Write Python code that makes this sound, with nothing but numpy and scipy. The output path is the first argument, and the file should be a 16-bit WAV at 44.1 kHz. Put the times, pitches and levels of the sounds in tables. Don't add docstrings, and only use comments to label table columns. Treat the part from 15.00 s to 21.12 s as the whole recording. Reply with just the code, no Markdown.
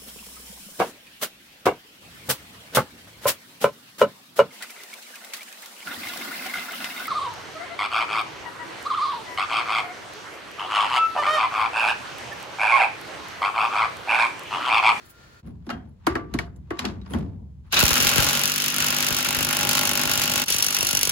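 import sys
import numpy as np
from scipy import signal
from scipy.fft import rfft, irfft, next_fast_len
from scipy.io import wavfile
from scipy.ndimage import map_coordinates

SR = 44100
rng = np.random.default_rng(int(sys.argv[2]) if len(sys.argv) > 2 else 0)


def elevation(decibels):
    levels = np.asarray(decibels, float)
    return 10 ** (levels / 20)


def log_audio(samples):
    frames = np.atleast_2d(samples).T
    limited = np.clip(frames, -1, 1)
    pcm = np.round(limited * 32767).astype(np.int16)
    wavfile.write(sys.argv[1], SR, pcm)


N = 269846
TIME = np.arange(N) / SR


def unit(x):
    return x / np.sqrt(np.mean(x ** 2) + 1e-20)


def along(points, hz):
    f, v = np.transpose(points)
    return np.interp(np.log(hz + 1), np.log(f + 1), v)


def curves(rows):
    s, *cols = np.transpose(rows)
    return [np.interp(TIME, s, c, left=-200, right=-200) for c in cols]


def humps(strokes, rise, fall):
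    return np.max([db - np.maximum(rise * (s - TIME), fall * (TIME - s)) for s, db in strokes], axis=0)


def wobble(rate):
    knots = rng.standard_normal(int(N * rate / SR) + 4)
    return map_coordinates(knots, [np.arange(N) * rate / SR])


def filtered(x, response):
    m = next_fast_len(N + 8192)
    return irfft(rfft(x, m) * response(np.fft.rfftfreq(m, 1 / SR)), m)[..., :N]


def resonant(modes):
    def response(f):
        return sum((-1) ** k * elevation(db) * 1j * f * width / (hz * hz - f * f + 1j * f * width)
                   for k, (hz, width, db) in enumerate(modes))
    return response


def noise(spectrum=None):
    white = rng.standard_normal((2, N))
    if spectrum is None:
        return white
    return unit(filtered(white, lambda hz: elevation(along(spectrum, hz))))


def spikes(times, gains):
    return np.bincount(np.round(np.asarray(times) * SR).astype(int), gains, N)[:N]


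def dying(train, t60, attack):
    t = np.arange(int(2 * t60 * SR)) / SR
    return np.abs(signal.fftconvolve(train, elevation(-60 * t / t60) * (1 - np.exp(-t / attack)))[:N])


# (time [s], depth [dB], fade out [s], fade in [s])
CHANGES = [
    (.422, -18, 0.024, 0.011),
    (5.455, -17, 0.023, 0.032),
]
# (frequency [Hz], level [dB per Hz])
AIR_SPECTRUM = [(70, 4), (140, -4.5), (250, -7.5), (450, -8.5), (800, -15.5), (1400, -11.5), (2100, -16.5),
                (2800, -18), (4200, -19), (6500, -23.5), (8500, -28), (10500, -33), (13200, -39),
                (15500, -40)]
# (frequency [Hz], width [Hz], level [dB])
FAN_TONES = [(120, 4.9, 4), (1400, 7, 2.5), (1790, 66, -13), (4390, 200, -20)]


def garage():
    hum = unit(noise(AIR_SPECTRUM) + .5 * unit(filtered(noise(), resonant(FAN_TONES))))
    hiss = noise([(60, -9.5), (300, -18.0), (1200, -36), (3000, -40.0), (15000, -49.0)])
    return (TIME < CHANGES[0][0]) * elevation(-54 + 1.4 * wobble(14.0)) * hum + elevation(-65.5) * hiss


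# (time [s], level [dB])
GLOVE_STROKES = [
    (.062, -52),
    (.104, -47),
    (.4, -67),
]


def glove():
    rustle_db = np.maximum(-70, humps(GLOVE_STROKES, rise=600, fall=600))
    rustle = noise([(3000, -16), (6000, -16), (10500, -8), (15500, -6.0)])
    return (TIME < CHANGES[0][0]) * elevation(rustle_db + 0.5 + 1.2 * wobble(60)) * rustle


# (time [s], rumble [dB], chassis boom above it [dB])
TOOL_SHOVES = [(.47, -37.5, -7), (0.729, -43, 5), (.86, -45.5, -4.5), (1.11, -36, -19), (1.26, -43.5, -14),
               (1.35, -34, -4), (1.56, -42, -10), (1.69, -43, -9), (1.849, -37.5, 5.5), (1.94, -35.5, -11),
               (2.155, -29.5, 1), (2.33, -37.5, -7), (2.42, -40, -10.5), (2.57, -43.5, -18),
               (2.65, -48, -16.5)]
# (frequency [Hz], level [dB per Hz])
RUMBLE_SPECTRUM = [(25, -25.5), (40, -12.5), (65, 1), (120, -9.5), (200, -11.5), (400, -89)]
# (frequency [Hz], level [dB per Hz])
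BOOM_SPECTRUM = [(60, -45.5), (130, 2.5), (230, 11.5), (350, -2.5), (500, -8.5), (1000, -16), (2000, -54)]


def shoves():
    s, shove_db, above_db = np.transpose(TOOL_SHOVES)
    rumble_db = humps(zip(s, shove_db), rise=163, fall=56)
    boom_db = humps(zip(s, shove_db + above_db), rise=300, fall=111)
    rumble = elevation(rumble_db - 0.5) * noise(RUMBLE_SPECTRUM)
    return rumble + elevation(boom_db + 0.5 + 0.43 * wobble(29.78)) * noise(BOOM_SPECTRUM)


# (time [s], level [dB])
RUST_SCRAPES = [(.475, -60.5), (.7, -53.5), (.86, -67), (1.099, -47), (1.33, -57.5), (1.68, -65.5),
                (1.765, -58), (1.786, -45.5), (1.8, -45.5), (1.82, -38), (1.865, -41), (1.885, -44.5),
                (1.92, -52.5), (2.07, -55), (2.15, -42.5)]
# (time [s], level [dB])
MOTOR_CREEPS = [
    (2.648, -65),
    (2.67, -64),
    (2.695, -69),
]
# (frequency [Hz], level [dB per Hz])
SCRAPE_SPECTRUM = [(300, -36.5), (900, 6.5), (2000, -3.5), (4000, -10), (7500, -21), (15500, -38)]
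# (time [s], level [dB])
GRIT_STROKES = [
    (.475, -68),
    (.67, -70),
    (.705, -62),
    (.89, -80),
    (1.87, -70),
    (2.08, -73),
    (2.105, -59),
    (2.125, -56),
    (2.15, -65),
    (2.67, -80.5),
]


def scraping():
    scrape_db = np.maximum(humps(RUST_SCRAPES, rise=236, fall=160), humps(MOTOR_CREEPS, rise=1500, fall=100))
    grit_db = humps(GRIT_STROKES, rise=820, fall=390) + 4.5 * wobble(300)
    grit = elevation(grit_db) * noise([(7000, -34), (10600, 2.0), (12400, -15), (15500, -10.5)])
    return grit + elevation(scrape_db - 3.0 + 3.1 * wobble(230)) * noise(SCRAPE_SPECTRUM)


# (time [s], clank peak [dB], thud, knock and tick above the clank [dB])
CONTACTS = [(0.4719, -55, 21.5, 6, -6), (0.666, -45, 14, 2, -8), (0.6917, -31.5, -24, 5.5, -26),
            (0.702, -29, -7, 6, -9), (1.067, -17.5, 9, 7, -4.5), (1.1533, -27.5, 11, 9.5, -10.5),
            (1.2346, -76, 23, -5, -19), (1.3385, -25.5, 8.5, 0, -5.5), (1.388, -21.5, -32, 0.5, -9.5),
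            (1.5605, -60, 9, -4, 8), (1.705, -35, 18.5, 14.5, -6), (1.791, -16.5, -40, -9.5, -11),
            (1.842, -39, 19.5, 10, -8), (1.8516, -18.5, -25, -10, -15.5), (2.014, -47.5, -7, -16, -19),
            (2.061, -44.5, -9, 3, -31), (1.9041, -55, -20, -12, -10), (2.1067, -49, 19.5, -8, 2),
            (2.1349, -35.5, 8.5, 8.5, -1), (2.1447, -42.5, 19.5, 5, -9), (2.185, -55, -21, -8, 10)]
# (low edge [Hz], high edge [Hz], blow t60 [s], garage t60 [s], garage level [dB])
CONTACT_PARTS = [
    (1425, 5200, 0.024, 0.19, -15.5),
    (241, 425, 0.025, 0.51, -16.5),
    (520, 1770, 0.051, 0.33, -15.5),
    (5900, 13400, 0.038, 0.21, -20.5),
]


def knocks():
    s, clank_db, *above = np.transpose(CONTACTS)
    out = np.zeros((2, N))
    for (lo_hz, hi_hz, t60, room_t60, room_db), extra_db in zip(CONTACT_PARTS, [0, *above]):
        train = spikes(s, elevation(clank_db + extra_db - 6.5))
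        direct = dying(train, t60, attack=0.00059)
        room = elevation(room_db + 1.8 * wobble(90)) * dying(train, room_t60, attack=0.0038)
        band = signal.butter(3, [lo_hz, hi_hz], "bandpass", fs=SR, output="sos")
        out += signal.sosfilt(band, (direct + room) * noise()) * np.sqrt(SR / 2 / (hi_hz - lo_hz))
    return out


# (frequency [Hz], level [dB], t60 [s])
SOCKET_MODES = [(337.4, 3, 0.16), (370, -13, 0.59), (692, -6, 0.36), (1100, 2.5, 0.13),
                (1600, -19.5, 0.081), (2100, -12, 0.15), (2920, -11, 0.16)]
# (time [s], frequency [Hz], level [dB], t60 [s])
LOOSE_PINGS = [(.704, 3200, -46, 0.25), (1.791, 1200, -33.5, 0.074), (0.701, 1300, -28.5, 0.088),
               (0.712, 743, -40, 0.3), (1.045, 3660, -72, .06), (1.1, 4820, -42.5, 0.032),
               (1.388, 1880, -20.5, 0.04), (1.388, 2260, -20, 0.04), (2.015, 3900, -53, 0.065),
               (1.788, 3900, -34, 0.036), (1.849, 3280, -29, 0.034), (1.071, 1175, -31, 0.35),
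               (1.155, 1168, -37, 0.52), (1.157, 310, -40.5, 0.61), (1.071, 689, -39, 0.44),
               (1.069, 2200, -30, 0.08), (1.792, 6300, -37, 0.02), (2.106, 10700, -46, 0.04),
               (1.792, 2050, -40, .06), (.675, 244, -27.5, 0.16), (.704, 2800, -40, 0.14),
               (1.069, 1491, -28, .08), (1.155, 1870, -27.5, 0.041), (1.853, 1300, -37, .12),
               (1.853, 2600, -40, .1), (.712, 1610, -46, 0.23), (2.809, 1450, -13, 0.03),
               (2.81, 2700, -14.5, .03), (2.767, 2500, -16, 0.052), (1.155, 1300, -28.5, 0.073),
               (1.154, 340, -27.5, 0.05), (1.1, 2035, -47, 0.37), (1.707, 1152, -42, 0.63),
               (1.342, 259, -17, 0.0805), (2.147, 226, -16.5, 0.065), (1.069, 1120, -14, 0.04),
               (1.068, 300, -22, 0.06), (2.137, 3200, -22.5, 0.014)]


def rings():
    s, clank_db, thud_db, knock_db, _ = np.transpose(CONTACTS)
    notes = []
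    for at, thud, ring in zip(s, clank_db + thud_db, clank_db + knock_db - 2):
        for hz, db, t60 in SOCKET_MODES:
            notes.append((at, hz, db + (thud if hz < 500 else ring) - 15, t60, .6))
    notes += [(*ping, .5) for ping in LOOSE_PINGS]
    out, t = np.zeros((2, N + SR)), np.arange(SR // 2) / SR
    rattle = 2.3 * wobble(70)
    for at, hz, db, t60, play in notes:
        start = round(at * SR)
        size, turn = rng.standard_normal((2, 2, 1))
        flutter_db = play * (0.81 * size + 1.5 * rattle[start:][:len(t)])
        level = elevation(db - 60 * t / t60 + flutter_db) * (1 - np.exp(-t / 0.00039))
        out[:, start:][:, :len(t)] += level * [[1], [0.97 * play]] * np.sin(2 * np.pi * (hz * t + turn))
    return out[:, :N]


def shake(rumble_db, grip_db):
    level_db = rumble_db - 5.0 + 0.27 * grip_db + 2.2 * wobble(25)
    return elevation(level_db) * noise([(25, -11), (60, -5.5), (150, -5.5), (260, -4.0), (450, -12.5),
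                                  (1000, -10.5), (2000, -43.0)])


# (frequency [Hz], width [Hz], level [dB])
SHELL_MODES = [(1425, 190, -5), (2650, 1000, -5.5), (3760, 900, -9)]


def small(hz):
    return hz ** 4 / (hz ** 4 + 1300 ** 4)


def shell(hz):
    return small(hz) * (1 + resonant(SHELL_MODES)(hz) ** 2)


# (time [s], level [dB])
FREE_SPIN = [
    (2.732, -3),
    (2.748, -6.5),
    (2.768, 1),
    (2.785, -1.5),
]
# (frequency [Hz], level [dB per Hz])
MOTOR_SPECTRUM = [(250, 4.5), (450, 15), (800, 11), (1400, 12.5), (2100, 5), (2800, 10.5), (4200, 3),
                  (6500, 2.5), (8500, -18), (10500, -13), (13200, -20), (15500, -12)]


def motor(blow_db, grip_db, load_db):
    free_db = humps(FREE_SPIN, rise=1700, fall=280)
    motor_db = np.maximum(blow_db + 5.5 + 0.12 * grip_db + load_db, free_db - 13)
    gears = filtered(noise(MOTOR_SPECTRUM), lambda hz: 0.39 + shell(hz))
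    whine = unit(filtered(noise(), resonant([(3840, 480, 0)])))
    return elevation(motor_db - 7.5 + 0.16 * wobble(120)) * gears + elevation(free_db - 23 + 3.0 * wobble(90)) * whine


# (time [s], peak [dB], brightness [dB])
SLACK = [
    (2.7254, -4, -5.5),
    (2.7428, -16.5, 0.5),
    (2.7568, -16, -7.5),
    (2.768, -13, -9),
    (2.782, -17.5, -9),
    (2.792, -10.5, 0),
    (2.803, -12.5, 0.5),
    (2.809, -11.5, -3.5),
]
# (time [s], delay [s], level [dB])
REBOUNDS = [
    (2.82, .0105, -2),
    (2.95, .0098, -2.5),
    (3.0, .0075, -6),
    (3.4, .0075, -7),
    (3.8, .004, -10),
    (5.45, .0038, -8.5),
    (5.48, .0033, -6.5),
    (6.2, .0033, -6.5),
]


def strikes(s, chance):
    slack_s, slack_db, _ = np.transpose(SLACK)
    when, delay, back_db = np.transpose(REBOUNDS)
    back = np.minimum(s + np.interp(s, when, delay) + .0007 * chance[:, 2], (N - 1) / SR)
    hits = spikes(slack_s, elevation(slack_db + 12)) + spikes(s, elevation(.6 * chance[:, 1]))
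    return hits + spikes(back, elevation(np.interp(s, when, back_db) + 2.2 * chance[:, 3]))


def contact(hits, clang_db):
    t = np.arange(SR // 25) / SR
    tick_shape = elevation(-60 * t / 0.017) * rng.standard_normal((2, len(t)))
    tick = signal.fftconvolve(hits[None], tick_shape, axes=1)[:, :N]
    snap = dying(hits, 0.0065, attack=0.00045) * noise()
    crack = dying(hits, 0.02, attack=0.00097) * elevation(1.25 * wobble(500)) * noise()
    clang = dying(hits, 0.12, attack=0.012) * elevation(2.46 * wobble(250)) * noise()
    dull = filtered(clang, lambda hz: 1 / (1 + (hz / 7000) ** 2))
    return elevation(0.38) * tick + elevation(-4.0) * snap + crack + elevation(clang_db - 5.0) * dull


# (frequency [Hz], level [dB per Hz])
TURNING_SPECTRUM = [(250, -3), (450, 10), (800, -6.5), (1400, -2.5), (2100, -9.5), (2800, -6), (4200, -7),
                    (6500, -6.5), (8500, -12.5), (10500, -9), (13200, -7), (15500, -10.5)]
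# (frequency [Hz], level [dB per Hz])
SEATED_SPECTRUM = [(250, 3), (450, 9), (800, -0.5), (1400, -10.5), (2100, -11), (2800, -10.5), (4200, -3),
                   (6500, -3), (8500, -9), (10500, -10.5), (13200, -5.5), (15500, -8)]
# (frequency [Hz], width [Hz], level [dB])
ANVIL_MODES = [(2790, 320, -1), (4010, 100, -12), (10650, 600, 0.5)]


def through_tool(burst, seated):
    turning = filtered(burst * ~seated, lambda hz: shell(hz) * elevation(along(TURNING_SPECTRUM, hz) + 13.0))
    tight = filtered(burst * seated, lambda hz: small(hz) * elevation(along(SEATED_SPECTRUM, hz) + 10.5)
                     * (1 + 2.0 * resonant(ANVIL_MODES)(hz)))
    return turning + tight


# (time [s], left level [dB], right level [dB], lowest frequency [Hz])
PORT_JOLTS = [(2.774, -34, -25, 70), (2.827, -19.5, -11, 40.6), (2.907, -19.5, -20, 49.7),
              (3.002, -23, -19, 80), (3.024, -40, -15.5, 120), (3.048, -24, -21.5, 50),
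              (3.070, -16, -35, 150), (3.16, -15, -50, 100), (3.18, -13, -26, 40), (3.2, -20, -19, 150),
              (3.225, -28, -22, 60), (3.266, -25, -35, 80), (4.106, -22.5, -31, 50), (4.365, -24, -31, 50),
              (4.407, -12, -39, 200), (4.59, -33, -32, 60), (5.053, -22, -33, 60), (5.095, -26, -43, 60),
              (5.174, -27, -27, 50), (5.503, -13.5, -22, 250), (5.544, -20, -30, 120),
              (5.666, -18, -38, 250), (5.787, -20, -21, 200), (5.827, -9.5, -12, 280),
              (5.869, -22, -46, 200), (5.930, -23.5, -48, 60), (5.95, -44, -16, 250),
              (5.972, -27, -43, 100), (6.029, -22, -19, 200), (6.072, -12, -18.5, 250),
              (6.093, -24, -40, 149)]


def jolts():
    out, t = np.zeros((2, N + SR)), np.arange(SR // 5) / SR
    for s, left_db, right_db, low_hz in PORT_JOLTS:
        creep = np.exp(-2 * np.pi * 2.36 * low_hz * t) * (1 - 2 * np.pi * 0.19 * low_hz * t)
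        kick = creep * (1 - np.exp(-t / 0.00043))
        out[0, round(s * SR):][:len(t)] += elevation(left_db + 12) * kick
        out[1, round((s + .0019) * SR):][:len(t)] += elevation(right_db + 12) * kick
    return out[:, :N]


# (time [s], blows struck so far [count])
HAMMER_PACE = [(2.8266, 0), (2.8538, 1), (2.9306, 4), (2.9787, 6), (3.0469, 9), (3.1805, 15), (3.309, 21),
               (3.4351, 27), (3.5796, 34), (3.7012, 40), (3.9042, 50), (4.3067, 70), (4.5078, 80),
               (4.7107, 90), (5.4378, 126), (5.4818, 128), (5.6844, 138), (6.0928, 158)]


def blow_times():
    at, count = np.transpose(HAMMER_PACE)
    beat = np.interp(np.arange(count[-1] + 2), [*count, count[-1] + 1], [*at, at[-1] + .0204])
    return beat + .0008


def lift(s, chance):
    train = spikes(s - 0.0059, elevation(-5 + 2.65 * chance[:, 3]))
    return 2.8 * filtered(dying(train, 0.013, attack=0.0005) * noise(), resonant([(2250, 1030, 0)]))


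# (time [s], body [dB], brightness [dB])
BLOW_ACCENTS = [(2.854, 3, 0.5), (2.879, -1, 1), (2.905, 1.5, -2.5), (2.931, -1, 0), (2.979, 1, -1.5),
                (3.001, 0, 2), (3.024, -1, 0.5), (3.047, -10, -1), (3.069, -5, 0.5), (3.114, 1, -2.5),
                (3.136, 1, -3), (3.18, 7.5, 0), (3.202, 1, 0), (3.245, -6, -1), (3.288, 0, -0.5),
                (3.309, -9, -3), (3.414, 5, -3), (3.435, 5, 2.5), (3.518, -1, -0.5), (3.538, -10, -2.5),
                (3.6, -6, -1), (3.661, -3, 0), (3.701, -4, -2), (3.721, 0.0, -6), (3.803, 2.5, 1),
                (3.823, 4.5, -0.5), (3.884, 2, 1), (3.944, -9, -2), (4.085, 1, 1.5), (4.146, 0, 1),
                (4.166, -8, 2), (4.206, -13, -2), (4.246, 3.5, 2), (4.266, -2, -2.5), (4.307, -2, -1.5),
                (4.327, 1.5, -1.5), (4.347, 3.5, 0.5), (4.387, 5, 1), (4.508, 4.5, -0.5), (4.528, 3.5, 0.5),
                (4.548, 0, -3), (4.65, 1.5, -2.0), (5.034, 1, -1), (5.175, -3, 1.5), (5.236, -13, 1),
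                (5.276, 0, 0.5), (5.357, -7, 1.5), (5.502, -1, 2.5), (5.522, -3, 1), (5.583, 0.0, 0.5),
                (5.603, 0.5, -2), (5.644, -3, -0.5), (5.725, -5, -1.5), (5.766, 4.5, 0), (5.807, 2, -2),
                (5.848, 2.5, -0.5), (5.929, 1, 0), (5.991, -1.5, -2), (6.011, 3, -0.5), (6.093, 3, 1.0)]


def accents(s, chance):
    accent = 1.17 * chance[:, 2] * np.array([[1], [-1]])
    nearest = [np.abs(s - row[0]).argmin() for row in BLOW_ACCENTS]
    accent[:, nearest] = np.transpose(BLOW_ACCENTS)[1:]
    return accent


# (time [s], level [dB])
BARE_SNAPS = [
    (3.0701, -6),
    (3.2451, -9),
    (3.457, -5),
    (4.408, -12),
    (4.57, -6),
    (5.358, -16),
    (5.828, -16),
    (5.951, -6.5),
    (6.032, -0.5),
]


def snaps(s, chance):
    at, db = np.transpose(BARE_SNAPS)
    little = spikes(s + 0.0012 * np.abs(chance[:, 4]), elevation(5 * chance[:, 5]))
    return (little + spikes(at, elevation(db + 26))) * [[1], [.3]]


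# (frequency [Hz], level turning [dB], level seated [dB], t60 [s])
CHIME_MODES = [(1440, -19, -10.5, 0.027), (2771, -7.5, -8.5, 0.032), (4250, -14, -15, 0.025),
               (5530, -5, -10, 0.022), (5780, -13, 3.5, .028), (6030, -11.5, -6, 0.023),
               (7240, -12.5, -12, 0.026), (10540, -12, -4.5, 0.025)]


def chimes(times, levels_db, seated):
    t = np.arange(SR // 25) / SR
    where = (np.round(times * SR).astype(int)[:, None] + np.arange(len(t))).ravel()
    out = 0
    for hz, turning_db, seated_db, t60 in CHIME_MODES:
        size, pitch, turn = rng.standard_normal((3, len(times), 1))
        level_db = (levels_db + np.where(seated, seated_db, turning_db))[:, None] + 4.5 * size
        tone = np.sin(2 * np.pi * (hz * (1 + .022 * pitch) * t + 0.11 * turn))
        out = out + elevation(level_db - 60 * t / t60) * tone
    out = out * (1 - np.exp(-t / 0.00034))
    return np.bincount(where, out.ravel(), N + SR)[:N] * [[1], [.08]]


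# (frequency [Hz], width [Hz], level [dB])
ARM_MODES = [(573.5, 33.4, -1), (825.4, 29, 2), (1097.5, 28, -1.5), (1295, 7.4, -4), (1408, 55, 1),
             (2180, 80, -5), (2980, 180, -8), (3830, 200, -10)]
# (frequency [Hz], width [Hz], level [dB])
SWAY_MODES = [(388, 70, 2), (610, 69, -0.5), (847, 46, 4), (1270, 30, -9)]
# (frequency [Hz], width [Hz], level [dB])
FRAME_MODES = [(137.7, 23, 0.5), (247, 16.4, 2), (349.5, 25, -7)]


def vehicle(push, arm_db, rumble_db):
    arm = filtered(push * elevation(arm_db + 42.0), lambda hz: [resonant(ARM_MODES)(hz), 0.36 * resonant(SWAY_MODES)(hz)])
    return arm + filtered(push * elevation(rumble_db + 46.5), resonant(FRAME_MODES)) * [[1], [0.3]]


# (time [s], blow level [dB], grip of the socket on the arm [dB])
WRENCH_LEVELS = [(2.71, -71, 6), (2.73, -30, 2.5), (2.77, -28, 7), (2.825, -26.5, 2.5), (2.9, -28, -5),
                 (3.23, -30, 5), (3.36, -31, 2), (3.59, -33, -20), (3.87, -32, -1.5), (4.27, -33.5, 0.5),
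                 (4.66, -32, 4.5), (5.42, -32, 3), (5.482, -33.5, -4), (5.6, -33, 2.5), (5.96, -33, 3),
                 (6.12, -32.5, -12)]
# (time [s], body [dB], motor [dB])
BLOW_BITE = [
    (2.83, -2.5, -1),
    (3.0, 1.5, 0.5),
    (3.5, -4.5, 2.5),
    (3.9, 2, 1),
    (5.44, -0.5, -2),
    (5.48, 3.5, -2.5),
    (6.12, 1, -3),
]


def wrench():
    blow_db, grip_db = curves(WRENCH_LEVELS)
    bite_db, load_db = np.maximum(curves(BLOW_BITE), -12)
    seated = TIME > CHANGES[1][0]
    rumble_db = blow_db - 4 + 0.092 * grip_db - 4 * seated
    beat = blow_times()
    chance = rng.standard_normal((len(beat), 6))
    s = beat + .00025 * chance[:, 0]
    accent = accents(s, chance)
    slack_s, _, slack_bright_db = np.transpose(SLACK)
    latest = np.searchsorted([*slack_s[1:], *s], TIME + .001)
    body_db, bright_db = np.hstack([[0 * slack_s, slack_bright_db], accent])[:, latest]
    clang_db = 2.06 * np.hstack([0 * slack_s, chance[:, 4]])[latest]
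    burst = contact(strikes(s, chance), clang_db) + snaps(s, chance)
    body = signal.sosfilt(signal.butter(2, 3300, fs=SR, output="sos"), burst)
    body_db = body_db + np.where(bite_db > -12, bite_db, 0)
    burst = elevation(bright_db) * (burst - body) + elevation(body_db) * body + lift(s, chance)
    chime_db = blow_db[np.round(s * SR).astype(int)] + 10.5 + accent.mean(axis=0)
    steel = elevation(blow_db + 9) * through_tool(burst, seated) + chimes(s, chime_db, s > CHANGES[1][0])
    push = spikes(beat, elevation(1.5 * chance[:, 1])) * elevation(-11 * seated)
    struck = steel + vehicle(push, blow_db + grip_db, rumble_db)
    return struck + motor(blow_db, grip_db, load_db) + shake(rumble_db, grip_db)


# (frequency [Hz], level [dB])
HANDLING_TREBLE = [(7500, 0), (9000, -7), (10000, -3), (10700, -1.5), (12000, -5.5), (13200, -7), (14500, -1)]


def less_treble(x):
    return filtered(x, lambda hz: elevation(along(HANDLING_TREBLE, hz)))


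# (frequency [Hz], likeness [0 to 1])
PORT_LIKENESS = [(40, .5), (90, 0.88), (170, 0.98), (300, 0.49), (500, 0.03), (2000, 0.12), (4500, 0.092),
                 (5700, 0.39), (7200, 0.067), (9000, 0.52), (11000, 0.62), (13200, 0.9), (14300, .7),
                 (15500, 0.73)]
# (frequency [Hz], phase [rad])
RIGHT_LEAD = [(100, 0), (2000, -1.1), (4400, -1.6), (5500, -3.2), (6050, -3.1), (7600, 1), (8600, 2.6),
              (9300, 3.3), (10400, 5.7), (11300, 6.4), (12400, 8.3), (13200, 9.4), (14100, 10.6),
              (15300, 12.5), (16000, 12.6)]


def ports(pair):
    turn = lambda hz: np.arccos(np.clip(along(PORT_LIKENESS, hz), 0, 1)) / 2
    shared, apart = filtered(pair, lambda hz: [np.cos(turn(hz)), np.sin(turn(hz))])
    half = lambda hz: np.exp(.5j * np.interp(hz, *np.transpose(RIGHT_LEAD)) * [[-1], [1]])
    return filtered(np.array([shared + apart, shared - apart]), half)


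def scene():
    handling = (shoves() + scraping()) * (TIME > CHANGES[0][0])
    softened = less_treble(garage() + glove() + handling + knocks() + rings())
    return ports(softened + wrench()) * elevation([[.4], [-.4]]) + jolts()


# (frequency [Hz], level [dB])
MIC_TREBLE = [(8300, 0), (9100, 2), (9600, 0), (10600, 1), (12200, 1), (13100, -5.5), (14000, -0.5)]


def microphone(dry):
    def response(hz):
        chirp = np.exp(-2j * np.pi * (1.76 * np.log(1 + hz / 30) - hz * 0.0007))
        top = .002 * (hz < 17100) + 1 / (1 + (hz / 15900) ** 200)
        return chirp * elevation(along(MIC_TREBLE, hz)) * top * hz ** 3 / (hz ** 3 + 45 ** 3)
    return filtered(dry, response)


def band_limit(x):
    return signal.sosfilt(signal.butter(12, 17150, fs=SR, output="sos"), x)


def record(dry):
    fade_db = 3 + sum(np.interp(TIME, [s - out, s, s + back], [0, db, 0]) for s, db, out, back in CHANGES)
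    wet = microphone(dry) * elevation(fade_db)
    held = wet / (1 + np.abs(wet / .9) ** 6) ** (1 / 6)
    return band_limit(held)


dry = scene()
out = record(dry)
log_audio(out)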